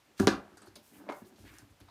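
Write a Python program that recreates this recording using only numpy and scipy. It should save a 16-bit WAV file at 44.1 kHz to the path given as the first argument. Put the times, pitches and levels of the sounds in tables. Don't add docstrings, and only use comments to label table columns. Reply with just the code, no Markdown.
import sys
import numpy as np
from scipy import signal
from scipy.fft import rfft, irfft, next_fast_len
from scipy.io import wavfile
from scipy.ndimage import map_coordinates

SR = 44100
rng = np.random.default_rng(int(sys.argv[2]) if len(sys.argv) > 2 else 0)


def undo_db(level):
    steps = np.asarray(level, float) / 20
    return 10 ** steps


def pcm_store(signal):
    levels = np.round(np.clip(np.atleast_2d(signal), -1, 1) * 32767)
    wavfile.write(sys.argv[1], SR, levels.astype(np.int16).T)


N = 83790

# f/Hz, level/dB per Hz
AIR_COLOUR = [(30, -14), (70, -0.5), (250, -2.5), (900, -7), (2300, -9.5), (6000, -16.5), (10000, -21),
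              (15500, -24)]
AIR_DB = -67
# f/Hz, t60/s
ROOM_DECAY = [(100, 0.41), (300, 0.33), (1000, 0.33), (3000, 0.24), (7000, 0.19), (14000, 0.28)]
TAIL_DB, WALL_DELAY_S, WALL_DB = -4.5, 0.0071, -12

# t/s, level/dB
ROCKS = [(0.197, -29.5), (0.227, -18.5), (0.304, -33), (0.528, -46), (0.679, -43.5), (0.692, -47),
         (0.874, -53.5), (0.971, -53), (1.225, -50), (1.395, -37.5), (1.428, -38), (1.499, -38),
         (1.549, -49), (1.618, -40.5), (1.701, -43.5), (1.808, -38.5), (1.838, -49)]
# f/Hz, level/dB, t60/s
TABLE_MODES = [(40, -8, .06), (60, -3, .09), (95, 0, .08), (128, -8, .06)]
THUMP_RISE_S = 0.014

# t/s, length/s, level/dB, centre f/Hz, sharpness
STROKES = [(0.811, 0.13, -65.5, 10900, 0.39), (.91, 0.11, -65.5, 11000, 0.63),
           (0.921, 0.072, -68.5, 2220, 1.7), (1.1, 0.14, -67.5, 10950, 0.56),
           (1.247, .06, -68.5, 10000, 0.5), (1.243, 0.024, -73, 4200, 1.6),
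           (1.347, 0.13, -69.5, 5000, 0.48), (1.4, 0.27, -69, 8500, 0.2), (1.439, 0.086, -61.5, 1960, 0.82),
           (1.47, 0.18, -66, 1495, 1.1), (.3, 0.18, -57.5, 567, 1.1), (0.162, 0.11, -53.5, 2780, 0.36),
           (0.4, 0.17, -71, 1200, 1.2), (.6, .11, -69, 900, .8), (0.973, 0.077, -70, 1010, 1.3)]
GRAIN_DB, GRAINS_PER_S = 1.8, 300

# t/s, level/dB, f/Hz, sharpness, crackle t60/s
TAPE_SNAPS = [(0.1945, -39.5, 5250, 0.17, 0.035), (0.198, -38, 7900, 0.21, 0.025),
              (0.205, -72, 9500, 1.2, 0.04), (0.2715, -9, 5090, 1.65, 0.0032),
              (0.271, -20.5, 3260, 0.09, 0.033), (0.2784, -12, 4000, 6.1, 0.0032),
              (0.5718, -53.5, 8300, 1.5, 0.011), (0.5726, -49, 1540, 3.2, 0.095),
              (.5712, -47.5, 4700, 8, .02), (0.577, -53, 4680, 8.4, 0.019), (0.5766, -54, 8150, 2, 0.023),
              (.606, -59, 5500, 5, .02), (.6177, -48.5, 8440, 8.8, 0.026), (.621, -59.5, 5030, 0.54, .04),
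              (.629, -55, 4200, 3.9, 0.021), (.641, -62, 4440, 5, 0.05), (0.617, -47.5, 1470, 3.1, 0.11),
              (0.659, -65.5, 11900, 0.96, 0.064), (.664, -52, 4460, 11, 0.063),
              (0.673, -60, 6100, 3.6, 0.045), (.681, -59, 5300, 4.6, 0.018), (.756, -47, 9700, 13, 0.017),
              (0.755, -46.5, 5000, 1.8, 0.036), (0.76, -45, 4200, 1.7, .025),
              (0.7658, -56, 4300, 1.4, 0.033), (.763, -51, 14500, 10, 0.018),
              (1.089, -40.5, 3300, 2.1, 0.033), (1.088, -45, 2230, 4.2, 0.022),
              (1.097, -58.5, 6260, 0.33, 0.057), (1.122, -53, 5150, 0.51, 0.028),
              (1.585, -43, 6500, 1.15, 0.0054), (1.539, -57.5, 6770, 0.89, .02),
              (1.359, -60, 5000, 1.2, 0.031), (1.585, -60, 10050, 2.8, 0.039),
              (1.698, -71.5, 11000, 0.67, 0.056), (1.8015, -63, 12750, 1.2, 0.023),
              (1.804, -57, 4200, 0.26, 0.048),
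              (1.882, -33, 1010, 5.7, 0.0195),
    (1.885, -56.5, 4070, 3.8, 0.058),
]
# f/Hz, sharpness, level/dB
STRIP_MODES = [(4700, 7, -12.5), (6500, 10, -7), (9200, 10, -5), (11140, 19, -2.5)]
PEEL_SHAPE, CLUMP_DB, CLUMPS_PER_S = 1.4, 3, 450

# t/s, level/dB, hardness f/Hz, tumble/s
LID_KNOCKS = [(.48, -50.5, 700, 0.061), (.62, -59, 1510, 0.015), (.57, -54.5, 880, 0.00442),
              (.605, -62, 600, 0.0061), (.67, -48, 570, 0.003), (.688, -82, 344, 0.0015),
              (.757, -54.5, 607, .004), (.915, -52, 420, 0.0203), (.955, -49, 487, 0.035),
              (1.0, -49.5, 586, .02), (1.04, -48, 528, 0.022), (1.219, -49, 610, 0.0022),
              (1.243, -53, 460, 0.0062), (1.31, -50, 342, 0.016), (1.335, -54, 340, 0.011),
              (1.384, -49, 405, 0.018), (1.44, -55, 676, 0.017), (1.51, -58, 904, 0.036),
              (1.585, -60.5, 1280, 0.013), (1.62, -54.5, 504, 0.012), (1.7, -72, 398, 0.0052),
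              (1.803, -54.5, 613, 0.02074), (.08, -60.5, 417, 0.026)]
# f/Hz, level/dB, t60/s
LID_MODES = [(104, -13, 0.12), (150, -20.5, 0.17), (208, -0.5, 0.08), (290, -1, 0.083), (330, -1.5, 0.075),
             (378, 1.5, 0.053), (401, -7, 0.073)]
# f/Hz, level/dB
LID_CROWD = [(420, 32.5), (600, 35), (800, 37), (1150, 33), (1700, 44.5), (2050, 12), (2600, 16), (6500, 7)]

# t/s, level/dB, hardness f/Hz, tumble/s
EDGE_HITS = [(.76, -52.5, 1510, 0.008), (1.067, -49.5, 900, 0.0072), (1.084, -45, 1190, 0.0014),
             (1.0893, -36, 1190, 0.00056), (1.0928, -44.5, 910, 0.00043), (1.0958, -38, 880, 0.00071),
             (1.0988, -37.5, 2000, 0.00043), (1.11, -38.5, 1200, 0.0056), (1.123, -45.5, 1980, 0.0072),
             (1.143, -61, 900, 0.0022), (1.222, -63.5, 1235, 0.0108)]
# f/Hz, level/dB, t60/s
EDGE_MODES = [(210, -9, 0.041), (287, -8.5, 0.058), (387, -9.5, 0.03), (599, -5.5, 0.063), (815, -8, 0.11),
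              (916, -11, 0.035), (1078, -12.5, 0.029), (1564, -6.5, 0.059), (2164, -3.5, 0.03)]
# f/Hz, level/dB
EDGE_CROWD = [(400, 19), (650, 32.5), (950, 35), (1400, 34.5), (2200, 28), (3500, 3), (5000, -3),
              (7000, -4)]

# t/s, level/dB, hardness f/Hz, tumble/s
SLAP_HITS = [
    (.1955, -34, 604, 0.0027),
    (.1985, -19.5, 650, .0025),
    (.229, -31.5, 550, 0.0005),
]
# t/s, level/dB, hardness f/Hz, tumble/s
CRACK_HITS = [
    (.2722, -23, 2600, 0.00053),
    (.2772, -31.5, 3000, 0.0006),
    (.2815, -33.5, 2000, 0.0017),
    (.291, -32, 1800, 0.0016),
]
# f/Hz, level/dB, t60/s
SLAP_MODES = [(97.7, -7, 0.063), (165, -14, 0.11), (204, -1.5, 0.1), (278.2, -10, 0.14), (333, -5, 0.12),
              (389, -7.5, 0.11), (420, -15, .05)]
# f/Hz, level/dB, t60/s
CRACK_MODES = [(100, -28, 0.077), (158, -24, 0.087), (208.5, -7.5, .12), (277, -1, 0.086), (334, -7, 0.19),
               (380.4, -6, 0.08), (420, -29.5, .05)]
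# f/Hz, level/dB
FLAP_MODES = [(550, -7), (620, -10), (775, -8.5), (925, -12), (969, -12), (1080, -10.5), (1135, -4),
              (1265, -5.5), (1357, -6.5), (1425, -6), (1500, -6.5), (1690, -4), (1810, -14.5), (2500, -6.5)]
# f/Hz, level/dB
HARD_CROWD = [(480, 7.5), (600, 23), (1200, 35.5), (1750, 37), (2050, 23.5), (2600, 23.5), (6500, 14)]
FLAP_T60_S = 0.042
IN_STEP_HZ = 450
BOX_RISE_S, BOX_RADIATES_HZ = 0.00055, 134

MIC_LOW_HZ, MIC_TOP_HZ = 40, 15350


def unit(x):
    return x / np.sqrt(np.mean(x ** 2) + 1e-20)


def along(points, hz):
    f, v = np.transpose(points)
    return np.interp(np.log(hz + 1), np.log(f + 1), v)


def filtered(x, response):
    m = next_fast_len(len(x) + 8192)
    return irfft(rfft(x, m) * response(np.fft.rfftfreq(m, 1 / SR)), m)[:len(x)]


def peak(hz, q):
    return lambda f: 1j * f * hz / q / (hz * hz - f * f + 1j * f * hz / q)


def add(track, s, sound):
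    part = track[round(s * SR):][:len(sound)]
    part += sound[:len(part)]


def grit(depth_db, rate, n):
    return undo_db(depth_db * map_coordinates(rng.standard_normal(n), [np.arange(n) * rate / SR]))


def ring(modes, scatter_db, in_step_hz=0):
    t = np.arange(SR // 4) / SR
    hz, db, t60 = np.transpose(modes)[:, :, None]
    db = db + scatter_db * rng.standard_normal(hz.shape)
    alternate = (-1) ** np.arange(len(hz))[:, None]
    sign = np.where(hz < in_step_hz, 1, alternate)
    return (sign * undo_db(db - 60 * t / t60) * np.sin(2 * np.pi * hz * t)).sum(0)


def click(spectrum):
    m = 4096
    closed = [(spectrum[0][0] / 2, -20), *spectrum, (spectrum[-1][0] * 2, -20)]
    cepstrum = irfft(np.log(undo_db(along(closed, np.fft.rfftfreq(m, 1 / SR)))))
    cepstrum[1:m // 2] *= 2
    cepstrum[m // 2:] = 0
    sound = irfft(np.exp(rfft(cepstrum)))[:m // 2]
    return np.pad(sound, (0, SR // 4 - m // 2))


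def room_air():
    white = rng.standard_normal(N)
    return undo_db(AIR_DB) * unit(filtered(white, lambda f: undo_db(along(AIR_COLOUR, f))))


def room(near, to_walls):
    out, step = np.zeros(N), SR // 15
    add(out, WALL_DELAY_S, undo_db(WALL_DB) * near)
    for i in range(0, N, step):
        hz, t, z = signal.stft(rng.standard_normal(SR // 2), SR, nperseg=256)
        decay = undo_db(-60 * t / along(ROOM_DECAY, hz)[:, None])
        tail = signal.istft(z * decay, SR, nperseg=256)[1]
        tail = tail / np.linalg.norm(tail)
        add(out, i / SR + 0.003, undo_db(TAIL_DB) * signal.fftconvolve(to_walls[i:i + step], tail))
    return out


def table_thumps():
    out = np.zeros(N)
    for s, db in ROCKS:
        sound = ring(TABLE_MODES, scatter_db=0.5)
        rise = 1 - np.exp(-np.arange(len(sound)) / SR / THUMP_RISE_S)
        add(out, s, undo_db(db - 1.5) * sound * rise)
    return out


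def rubbing():
    out = np.zeros(N)
    for s, length, db, hz, q in STROKES:
        n = round(length * SR)
        rough = rng.standard_normal(SR // 2) * grit(GRAIN_DB, GRAINS_PER_S, SR // 2)
        stroke = unit(filtered(rough, lambda f: peak(hz, q)(f) ** 2))
        add(out, s, undo_db(db + 2.0) * stroke[:n] * np.hanning(n) ** 0.61)
    return out


def tape():
    out, t = np.zeros((2, N)), np.arange(SR // 8) / SR
    for s, db, hz, q, t60 in TAPE_SNAPS:
        fade = undo_db(db + 8.5 - 60 * (t / t60) ** PEEL_SHAPE)
        uneven = undo_db(4 * rng.standard_normal(len(t)))
        spikes = rng.standard_normal(len(t)) * uneven * grit(CLUMP_DB, CLUMPS_PER_S, len(t))
        spikes *= fade * np.linalg.norm(fade) / np.linalg.norm(spikes * fade)

        def colour(f):
            broad = peak(hz, q)(f) * peak(hz, 0.7)(f) / (1 + 1j * f / (0.95 * hz)) ** 2
            return broad * (1 + sum(undo_db(g) * peak(c, w)(f) for c, w, g in STRIP_MODES))

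        add(out[0], s, filtered(spikes, colour))
        blended = np.linalg.norm(fade) * (t == 0)
        add(out[1], s + t60 / 8, filtered(blended, colour))
    return out


def knocks(rows, modes, crowd_colour, scatter_db=3.5, in_step_hz=0):
    out = np.zeros((2, N))
    t = np.arange(SR // 4) / SR
    crowd = click(crowd_colour)
    for s, db, hard_hz, tumble in rows:
        blows = np.zeros(SR // 10)
        when, size = rng.random((2, 7))
        blows[(when * tumble * SR).astype(int)] = 0.75 * size
        blows[0] = 1

        def touch(f):
            radiated = 1j * f / (BOX_RADIATES_HZ + 1j * f)
            return (radiated / (1 + 1j * f / hard_hz)) ** 2

        body = ring(modes, scatter_db, in_step_hz) * (1 - np.exp(-t / BOX_RISE_S)) + crowd
        body = undo_db(db + 3.5) * filtered(body, touch)
        add(out[0], s, signal.fftconvolve(blows / np.linalg.norm(blows), body))
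        add(out[1], s + tumble / 2, body)
    return out


def box():
    flaps = [(hz, db, FLAP_T60_S) for hz, db in FLAP_MODES]
    lid = knocks(LID_KNOCKS, LID_MODES, LID_CROWD)
    edge = knocks(EDGE_HITS, EDGE_MODES, EDGE_CROWD)
    slap = knocks(SLAP_HITS, SLAP_MODES + flaps, HARD_CROWD, scatter_db=1)
    crack = knocks(CRACK_HITS, CRACK_MODES + flaps, HARD_CROWD, scatter_db=3, in_step_hz=IN_STEP_HZ)
    return lid + edge + slap + crack


def scene():
    near, to_walls = box() + tape() + rubbing() + table_thumps()
    return (near + room(near, to_walls) + room_air())[None]


def top_cut(x):
    return signal.sosfilt(signal.butter(12, 15800, fs=SR, output="sos"), x)


def record(dry):
    def microphone(f):
        bass_cut = (1j * f / (MIC_LOW_HZ + 1j * f)) ** 2
        return bass_cut * np.where(f < MIC_TOP_HZ, 1, undo_db(-12.5))

    return top_cut(filtered(dry[0], microphone)[None])


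dry = scene()
out = record(dry)
pcm_store(out)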